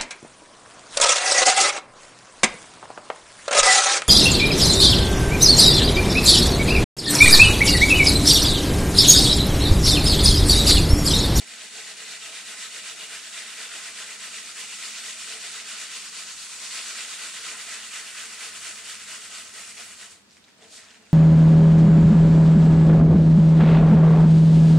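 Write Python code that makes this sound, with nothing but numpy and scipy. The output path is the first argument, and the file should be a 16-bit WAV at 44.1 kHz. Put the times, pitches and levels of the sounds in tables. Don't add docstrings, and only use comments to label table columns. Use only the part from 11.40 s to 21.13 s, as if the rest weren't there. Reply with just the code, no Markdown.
import sys
import numpy as np
from scipy import signal
from scipy.fft import rfft, irfft, next_fast_len
from scipy.io import wavfile
from scipy.ndimage import uniform_filter1d

SR = 44100
rng = np.random.default_rng(int(sys.argv[2]) if len(sys.argv) > 2 else 0)


def to_wav(sig):
    pcm = np.clip(np.atleast_2d(sig), -1, 1) * 32767
    pcm = np.round(pcm).astype(np.int16)
    wavfile.write(sys.argv[1], SR, pcm.T)


def voltage_ratio(decibels):
    exponent = np.asarray(decibels, float) / 20
    return 10 ** exponent


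N = 429093


def evened(x):
    return x / np.sqrt(np.mean(x ** 2) + 1e-20)


def read(points, hz):
    f, value = np.transpose(points)
    return np.interp(np.log(hz + 1), np.log(f + 1), value)


def curve(s, value):
    return uniform_filter1d(np.interp(np.arange(N) / SR, s, value), size=700)


def band(x, lo_hz, hi_hz):
    return signal.sosfilt(signal.butter(2, [lo_hz, hi_hz], "bandpass", fs=SR, output="sos"), x)


def level_in_band(x, level_db, ref_hz):
    return x / np.sqrt(np.mean((band(x, *ref_hz) / voltage_ratio(level_db)) ** 2))


def swells(rows, rise_db_per_s, fall_db_per_s):
    t = np.arange(0, N + 64, 64) / SR
    power = 0
    for s, db, hold in rows:
        early = np.maximum(s - t, 0)
        late = np.maximum(t - s - abs(hold), 0)
        power = power + voltage_ratio(2 * (db - rise_db_per_s * early - fall_db_per_s * late))
    return np.interp(np.arange(N) / SR, t, power)


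def pair(shape, same):
    a, b, c, d = rng.standard_normal((shape[1], shape[0], 4)).T
    same, left = np.clip(same, -1, 1)[:, None], a + 1j * b
    right = same * left + np.sqrt(1 - same ** 2) * (c + 1j * d)
    return np.array([left, right]) / np.sqrt(2)


def clink(hz, cycles, lead_s=0., glide=0.):
    t = np.maximum(np.arange(1024) / SR - .0003 + np.array([[lead_s], [-lead_s]]) / 2, 0)
    turns = hz * t * (1 + glide * np.minimum(hz * t / cycles, 2))
    return np.sin(2 * np.pi * turns) * np.exp(-hz * t / cycles) * (1 - np.exp(-hz * t * 2))


def knocks(level_db, per_s, spread_db, share):
    busy = voltage_ratio(2 * share * (level_db - level_db.max()))
    hit = rng.random(N) < per_s * busy / SR
    size = voltage_ratio(spread_db * np.minimum(rng.exponential(1, N), 5)) * rng.choice([-1, 1], N)
    return hit * size * voltage_ratio(level_db) / np.sqrt(busy)


def pieces(level_db, lean, pitches, cycles, per_s, spread_db, share, wide_s, clump_db, ref_hz, count):
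    hits, kind = knocks(level_db, per_s, spread_db, share), rng.integers(0, count, N)
    s, lean_points, slide_points = np.transpose(lean)
    lean_db = np.interp(np.arange(N) / SR, s, lean_points)
    slide = np.interp(np.arange(N) / SR, s, slide_points)
    clumps = rng.standard_normal((N // 512 + 1, count))
    clumps = evened(uniform_filter1d(uniform_filter1d(clumps, 6, axis=0), 5, axis=1))
    hits = hits * voltage_ratio(clump_db * clumps[np.arange(N) // 512, kind])
    middle_hz, out = np.sqrt(ref_hz[0] * ref_hz[1]), np.zeros((2, N))
    for k, hz in enumerate(np.geomspace(pitches[0][0], pitches[-1][0], count)):
        ring, glide = rng.standard_normal(2)
        place = 2 * (k * .618 % 1) - 1
        shape = clink(hz, cycles * np.exp(0.25 * ring), place * min(wide_s, 0.43 / hz), 0.031 * glide)
        gain = np.sqrt(hz) / np.linalg.norm(shape[0])
        at, these = np.flatnonzero((kind == k) & (hits != 0)), np.zeros(N)
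        size_db = lean_db[at] * np.log2(hz / middle_hz)
        these[at] = hits[at] * voltage_ratio(size_db + read(pitches, hz / 2 ** slide[at]))
        out += signal.oaconvolve(these[None], gain * shape, axes=1)[:, :N]
    return level_in_band(out, level_db, ref_hz)


def ringing(level_db, modes, per_s, spread_db, ref_hz):
    t, out = np.arange(4096) / SR, np.zeros(N)
    for hz, width, db in modes:
        mode = voltage_ratio(db) * np.sqrt(width) * np.sin(2 * np.pi * hz * t) * np.exp(-np.pi * width * t)
        out += signal.oaconvolve(knocks(level_db, per_s, spread_db, .3), mode)[:N]
    return level_in_band(out, level_db, ref_hz)


def singles(rows, cycles, bounce_db, crack_db):
    out = np.zeros((2, N + SR))
    for s, db, hz in rows:
        for k, (late, tune, place) in enumerate(rng.random((4, 3))):
            at = round((s - .0003 + k * 0.0058 * (.5 + late)) * SR)
            pitch = hz * (1 + (k > 0) * (tune - .4))
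            crack = clink(5200, 0.61)
            ring = clink(pitch, cycles, 4e-5 * (place - .5))
            out[:, at:at + 1024] += voltage_ratio(db + k * bounce_db) * (ring + voltage_ratio(crack_db) * crack)
    return out[:, :N]


# near_turn_s,
# pause_db, out_stroke_db, far_turn_s, back_stroke_db
SIEVE_STROKES = [(.05, 8, -43, .17, -42), (.3, 8, -40, .44, -41), (.55, 8, -41, .66, -39.5),
                 (.79, 8, -39.5, .91, -40), (1.04, 7.5, -39, 1.16, -38.5), (1.3, 8, -39, 1.42, -38.5),
                 (1.55, 8, -39.5, 1.68, -39), (1.81, 5.5, -41, 1.91, -38), (2.05, 4.5, -40.5, 2.16, -38),
                 (2.29, 6, -38.5, 2.41, -39), (2.53, 7, -38.5, 2.66, -40), (2.78, 7, -38.5, 2.9, -39),
                 (3.03, 4, -41, 3.14, -38), (3.27, 5.5, -39, 3.38, -38), (3.52, 3, -39, 3.62, -38),
                 (3.75, 5, -39.5, 3.86, -38), (3.99, 6, -38, 4.1, -38.5), (4.24, 8, -38, 4.36, -38),
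                 (4.48, 6, -38.5, 4.62, -41), (4.71, 7, -39, 4.85, -41), (4.95, 5, -41, 5.08, -41),
                 (5.18, 5, -39, 5.3, -36), (5.43, 4, -37, 5.54, -36.5), (5.67, 5, -37.5, 5.77, -37),
                  (5.92, 5.5, -38, 6.01, -36.5), (6.16, 5.5, -39, 6.25, -37.5), (6.4, 4, -41, 6.5, -38),
                  (6.64, 4, -41, 6.73, -38), (6.88, 4, -41, 6.97, -38), (7.11, 5.5, -40, 7.2, -38),
                  (7.34, 5.5, -41, 7.43, -39), (7.58, 5, -43, 7.66, -39), (7.8, 5, -42, 7.89, -40),
                  (8.04, 3.5, -45.5, 8.12, -41), (8.25, 4, -43, 8.34, -42), (8.47, 4, -46, 8.56, -44)]
# start_s, fines_over_lumps_db, far_turn_pause_db
LOAD_BALANCE = [(0, 1.5, 4.5), (.6, 0, 2.5), (1.4, 1, 7), (2.6, -0.4, 2.5), (3.14, 2.5, 7.5), (3.5, 3, 3.5),
                (4.3, 0.8, 2.5), (5.05, 6, 5.5), (5.4, 3.5, 4), (6, 1.2, 5), (7, 0.53, 5), (8.7, 2.5, 8.5)]
# start_s, level_db, fines_over_lumps_db, hold_s
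LOAD_SLIDES = [
    (8.713, -50, 3, 0.0072),
    (8.92, -62.5, 3, 0.053),
    (9.048, -68.5, 3, 0),
    (9.09, -63.5, -4, .015),
    (9.228, -55.5, -1.5, 0.018),
    (9.335, -50.5, 9.5, 0.038),
    (9.392, -57, -2.5, 0.17),
    (9.624, -64, -3, 0.073),
    (9.73, -59, 3.5, 0),
]


def shaking(fines):
    opening_db, stop_s, stop_db = -43, 8.68, -53
    out_peak, back_peak, lumps_lead = .57, 0.47, 0.07
    deep = (1.2, 0.84)[fines]
    back_lumps_db = 0.51
    side = fines - .5
    near, pause_db, out_db, far, back_db = np.transpose(SIEVE_STROKES)
    s, mix_db, far_pause_db = np.transpose(LOAD_BALANCE)
    before_db, next_near = np.append(opening_db, back_db[:-1]), np.append(near[1:], stop_s)
    out_s = near + (out_peak + side * lumps_lead) * (far - near)
    back_s = far + (back_peak + side * lumps_lead) * (next_near - far)
    near_db = (before_db + out_db) / 2 - deep * pause_db
    far_db = (out_db + back_db) / 2 - deep * np.interp(far, s, far_pause_db)
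    times = np.ravel([near, out_s, far, back_s], "F")
    levels = np.ravel([near_db, out_db, far_db, back_db + (1 - fines) * back_lumps_db], "F")
    times = np.concatenate([[0], times, [stop_s, LOAD_SLIDES[0][0]]])
    levels = np.concatenate([[opening_db], levels, [stop_db, -np.inf]])
    strokes = curve(times, voltage_ratio(2 * (levels + side * np.interp(times, s, mix_db))))
    rows = [(at, db + side * over, hold) for at, db, over, hold in LOAD_SLIDES]
    slides = swells(rows, rise_db_per_s=251, fall_db_per_s=180)
    return 10 * np.log10(abs(strokes) + slides + 1e-9)


# start_s, lean_db_per_octave,
# slide_octaves
LUMP_SIZE = [(0, 0.5, 0.18), (.9, -0.5, 0.24), (1.3, 1, 0.078), (2.4, -0.5, -0.018), (4, 1.5, -.03),
             (4.6, 0.5, -0.16), (5.2, 0, -0.37), (5.6, -1.5, -0.024), (7.1, -0.5, -0.084), (8, 2, -.15),
             (8.7, -1.5, -0.12), (9.73, -6, .2)]
# pitch_hz, level_db
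LUMP_PITCHES = [(800, -11), (1100, -11), (1280, -1.5), (1700, 0), (2200, -0.5), (2900, -1.5), (3600, -2),
                (4000, -13.5), (5500, -12.5)]


def lumps():
    return pieces(shaking(0) - 2.2, LUMP_SIZE, LUMP_PITCHES, cycles=5.36, per_s=10000, spread_db=1.7, share=.3,
                  wide_s=5.5e-5, clump_db=1.47, ref_hz=(1000, 4000), count=44)


# pitch_hz, width_hz, level_db
MESH_MODES = [(1035, 25, -5), (1295, 28, 2), (1549, 43, 1), (1900, 60, 2), (2395, 63, 2.5), (2824, 110, 4),
              (3400, 130, -2.5)]


def mesh():
    return ringing(shaking(0) - 8, MESH_MODES, per_s=500, spread_db=2.3, ref_hz=(1000, 4000))


# start_s, lean_db_per_octave, slide_octaves
DUST_SHARE = [(0, -1.5, 0), (1.5, 0.5, 0), (4.5, -1.5, 0), (5.4, -2, 0), (6.5, 0.5, 0), (8.6, 1, 0),
              (9.73, -2.5, 0)]
# pitch_hz, level_db
FINE_PITCHES = [(2400, -9), (3200, -7.5), (4200, -2.5), (5500, -5), (7000, -1.5), (9000, -2), (11000, -1),
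                (14000, -0.5)]


def fines():
    return pieces(shaking(1) + 1.26, DUST_SHARE, FINE_PITCHES, cycles=2.68, per_s=42000, spread_db=1, share=.12,
                  wide_s=5.5e-5, clump_db=0.72, ref_hz=(4000, 12000), count=40)


# pitch_hz, level_db
SNAP_PITCHES = [(2500, 6), (6000, -5)]


def snaps():
    return pieces(shaking(0) - 10, DUST_SHARE, SNAP_PITCHES, cycles=0.64, per_s=700, spread_db=2.9, share=.33,
                  wide_s=3e-5, clump_db=2, ref_hz=(2000, 8000), count=8)


# pitch_hz, width_hz, level_db
WOOD_MODES = [(333, 53, -9), (442, 19, 0), (479, 53, -5), (634, 20, -2.5), (687, 45, 0.5), (833, 34, -5)]
# start_s, level_db
GRIP_RATTLE = [(0, -57.5), (2, -59), (2.6, -59), (5, -60.5), (5.6, -58.5), (6.8, -60), (7.2, -59.5),
               (9.73, -60.5)]
# start_s, level_db
BOARD_BLOWS = [(.01, -53), (.24, -59), (.38, -50.5), (.51, -55.5), (.62, -58), (.88, -53.5), (1.14, -57.5),
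               (1.38, -54), (1.51, -55), (1.6, -55), (1.72, -56), (2.2, -52.5), (2.35, -55), (2.6, -59),
               (2.74, -58.5), (3.22, -57.5), (3.68, -60), (3.95, -55), (4.04, -59), (5.36, -56),
               (5.85, -57), (6.12, -54), (7.07, -55.5), (7.29, -54), (7.48, -58), (7.72, -57.5),
               (7.94, -62), (8.18, -54), (8.4, -56), (8.62, -59)]
# start_s, level_db, hold_s
GROUND_KNOCKS = [
    (9.223, -55.5, 0.021),
    (9.313, -61.5, 0.069),
    (9.42, -68, 0.28),
]


def frame():
    follow, rest_db = 0.73, -78
    rattle_db = curve(*np.transpose(GRIP_RATTLE)) + follow * (shaking(0) + 40)
    rattle = voltage_ratio(2 * rattle_db) + voltage_ratio(2 * rest_db)
    rows = [(s, db, 0) for s, db in BOARD_BLOWS] + GROUND_KNOCKS
    blows = swells(rows, rise_db_per_s=250, fall_db_per_s=280)
    return ringing(10 * np.log10(rattle + blows), WOOD_MODES, per_s=400, spread_db=2.46, ref_hz=(380, 900))


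# pitch_hz, t60_s
ECHO_TIME = [(200, 0.54), (1500, 0.31), (5000, 0.057), (12000, 0.26)]
# pitch_hz, likeness
ECHO_LIKENESS = [(200, 0.2), (1400, 0.54), (3000, 0.078), (7000, 0.07)]


def room(x):
    hz, t, z = signal.stft(x.mean(0), SR, nperseg=256, noverlap=192)
    keep = voltage_ratio(-2 * 60 * t[1] / read(ECHO_TIME, hz))
    power = np.array([signal.lfilter([0, 0, 1 - k], [1, -k], abs(row) ** 2) for k, row in zip(keep, z)])
    echo = np.sqrt(power) * pair(z.shape, read(ECHO_LIKENESS, hz))
    return 2 * signal.istft(echo, nperseg=256, noverlap=192)[1][:, :N]


# pitch_hz, level_db per Hz
SHED_AIR = [(24, -40), (45, -16), (120, -13), (300, 1.5), (470, -1), (720, -6.5), (1100, -5), (2200, -7.5),
            (4500, -9), (7500, -16), (11000, -16), (15500, -12.5)]
# pitch_hz, likeness
SHED_LIKENESS = [(60, 0.66), (240, -0.079), (950, 0.4), (3770, -0.28), (15000, 0.12)]
# start_s, level_db
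RUMBLE_LEVEL = [(0, -80), (4.1, -77), (4.75, -84), (5.1, -78), (7.1, -71.5), (9.73, -73.5)]
# start_s, level_db
RUMBLE_SURGES = [(4.99, -72), (7.21, -69.5), (8.26, -71), (9.73, -72)]


def shed():
    frames, hz = N // 512 + 5, np.fft.rfftfreq(2048, 1 / SR)
    patches = rng.standard_normal((frames, 1025)).T
    patches = evened(uniform_filter1d(uniform_filter1d(patches, 6, axis=0), 8, axis=1))
    z = pair(patches.shape, read(SHED_LIKENESS, hz)) * voltage_ratio(read(SHED_AIR, hz)[:, None] + 0.81 * patches)
    air = voltage_ratio(-56) * evened(signal.istft(z, nperseg=2048, noverlap=1536)[1][:, :N])
    low = rng.standard_normal((3, N))
    low = low[0] + 0.46 * low[1:]
    low = evened(band(band(band(low, 55, 118), 55, 124), 50, 144))
    surges = swells([(s, db, 0) for s, db in RUMBLE_SURGES], rise_db_per_s=50, fall_db_per_s=38)
    rumble = np.sqrt(voltage_ratio(2 * curve(*np.transpose(RUMBLE_LEVEL))) + surges) * low
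    return air + voltage_ratio(3) * rumble


# start_s, level_db
DRONE_LEVEL = [(0, -65.5), (1.3, -65.5), (1.76, -63.5), (1.9, -69), (2.55, -65.5), (2.65, -65), (9.3, -65),
               (9.73, -64.5)]
# pitch_hz, width_hz, level_db
DRONE_RINGS = [(185, 30, -9.5), (201, 20, -0.5), (225.5, 16, 0.5), (264, 42, -5)]


def drone():
    level_db = np.interp(np.arange(N) / SR, *np.transpose(DRONE_LEVEL)) + 1.5
    middle, left, right = (ringing(level_db, DRONE_RINGS, 3000, 1.1, (160, 270)) for _ in range(3))
    return 1.21 * middle + .5 * np.array([left, right])


# start_s, peak_db, pitch_hz
FRAME_BUMPS = [
    (1.095, -48, 200),
    (2.595, -46, 190),
    (9.226, -42, 400),
    (9.236, -48, 600),
    (9.24, -46, 1040),
]


def bumps():
    return singles(FRAME_BUMPS, cycles=2.1, bounce_db=-12, crack_db=-30)


# start_s, peak_db, pitch_hz
LAST_TICKS = [(8.9095, -43, 4850), (8.9295, -46, 4580), (8.9695, -39, 2270), (9.0412, -40, 3800),
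              (9.0826, -41, 2160), (9.1822, -45, 7660), (9.224, -38, 3500), (9.3248, -39, 3590),
              (9.382, -41, 2000), (9.4333, -39, 2050), (9.4435, -39, 5400), (9.4865, -41, 3540),
              (9.5055, -36, 3200), (9.545, -40, 3000), (9.666, -44, 2480)]


def ticks():
    return voltage_ratio(1) * singles(LAST_TICKS, cycles=2.2, bounce_db=-3.5, crack_db=7.4)


# start_s, level_db, pitch_hz
GROUND_DRAG = [
    (9.36, -85, 2000),
    (9.385, -51, 2000),
    (9.42, -56, 1900),
    (9.5, -60, 1750),
    (9.56, -62, 1750),
    (9.6, -82, 1750),
]


def drag():
    s, level_db, hz = np.transpose(GROUND_DRAG)
    turn = np.exp(2j * np.pi * np.cumsum(curve(s, hz)) / SR)
    slips = (rng.random(N) < 1500 / SR) * rng.standard_normal(N)
    r = np.exp(-np.pi * 250 / SR)
    scrape = turn * signal.lfilter([1 - r], [1, -r], slips / turn)
    return voltage_ratio(curve(s, level_db)) * evened(scrape.real)


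def scene():
    small = band(lumps() + fines() + snaps(), 850, 19000)
    sieve = small + mesh() + voltage_ratio(2) * frame() + bumps() + ticks() + drag()
    return voltage_ratio(-0.23) * sieve + voltage_ratio(-7.5) * room(sieve) + shed() + drone()


def band_limit(x):
    return signal.sosfilt(signal.butter(12, 15620, fs=SR, output="sos"), x)


# pitch_hz, level_db
MIC_COLOUR = [(20, -22), (50, -7.5), (7900, 2), (8400, 0.5), (9500, -4), (11000, -13), (13000, -22.5),
              (15500, -22)]
# pitch_hz, level_db
LEFT_TILT = [(60, 0.93), (180, -1.7), (400, 0.42), (2400, -0.77), (4500, 1), (9000, -1.1)]


def record(dry):
    size = next_fast_len(N)
    hz = np.fft.rfftfreq(size, 1 / SR)
    dip_db = 7.5 / (1 + ((hz - 8022) / 22) ** 2)
    colour_db = read(MIC_COLOUR, hz) + np.outer([.5, -.5], read(LEFT_TILT, hz)) - dip_db
    coloured = irfft(rfft(dry, size) * voltage_ratio(colour_db), size)[:, :N]
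    hiss = voltage_ratio(-74) * band(rng.standard_normal(dry.shape), 6000, 16000)
    return band_limit(coloured + hiss)


dry = scene()
out = record(dry)
to_wav(out)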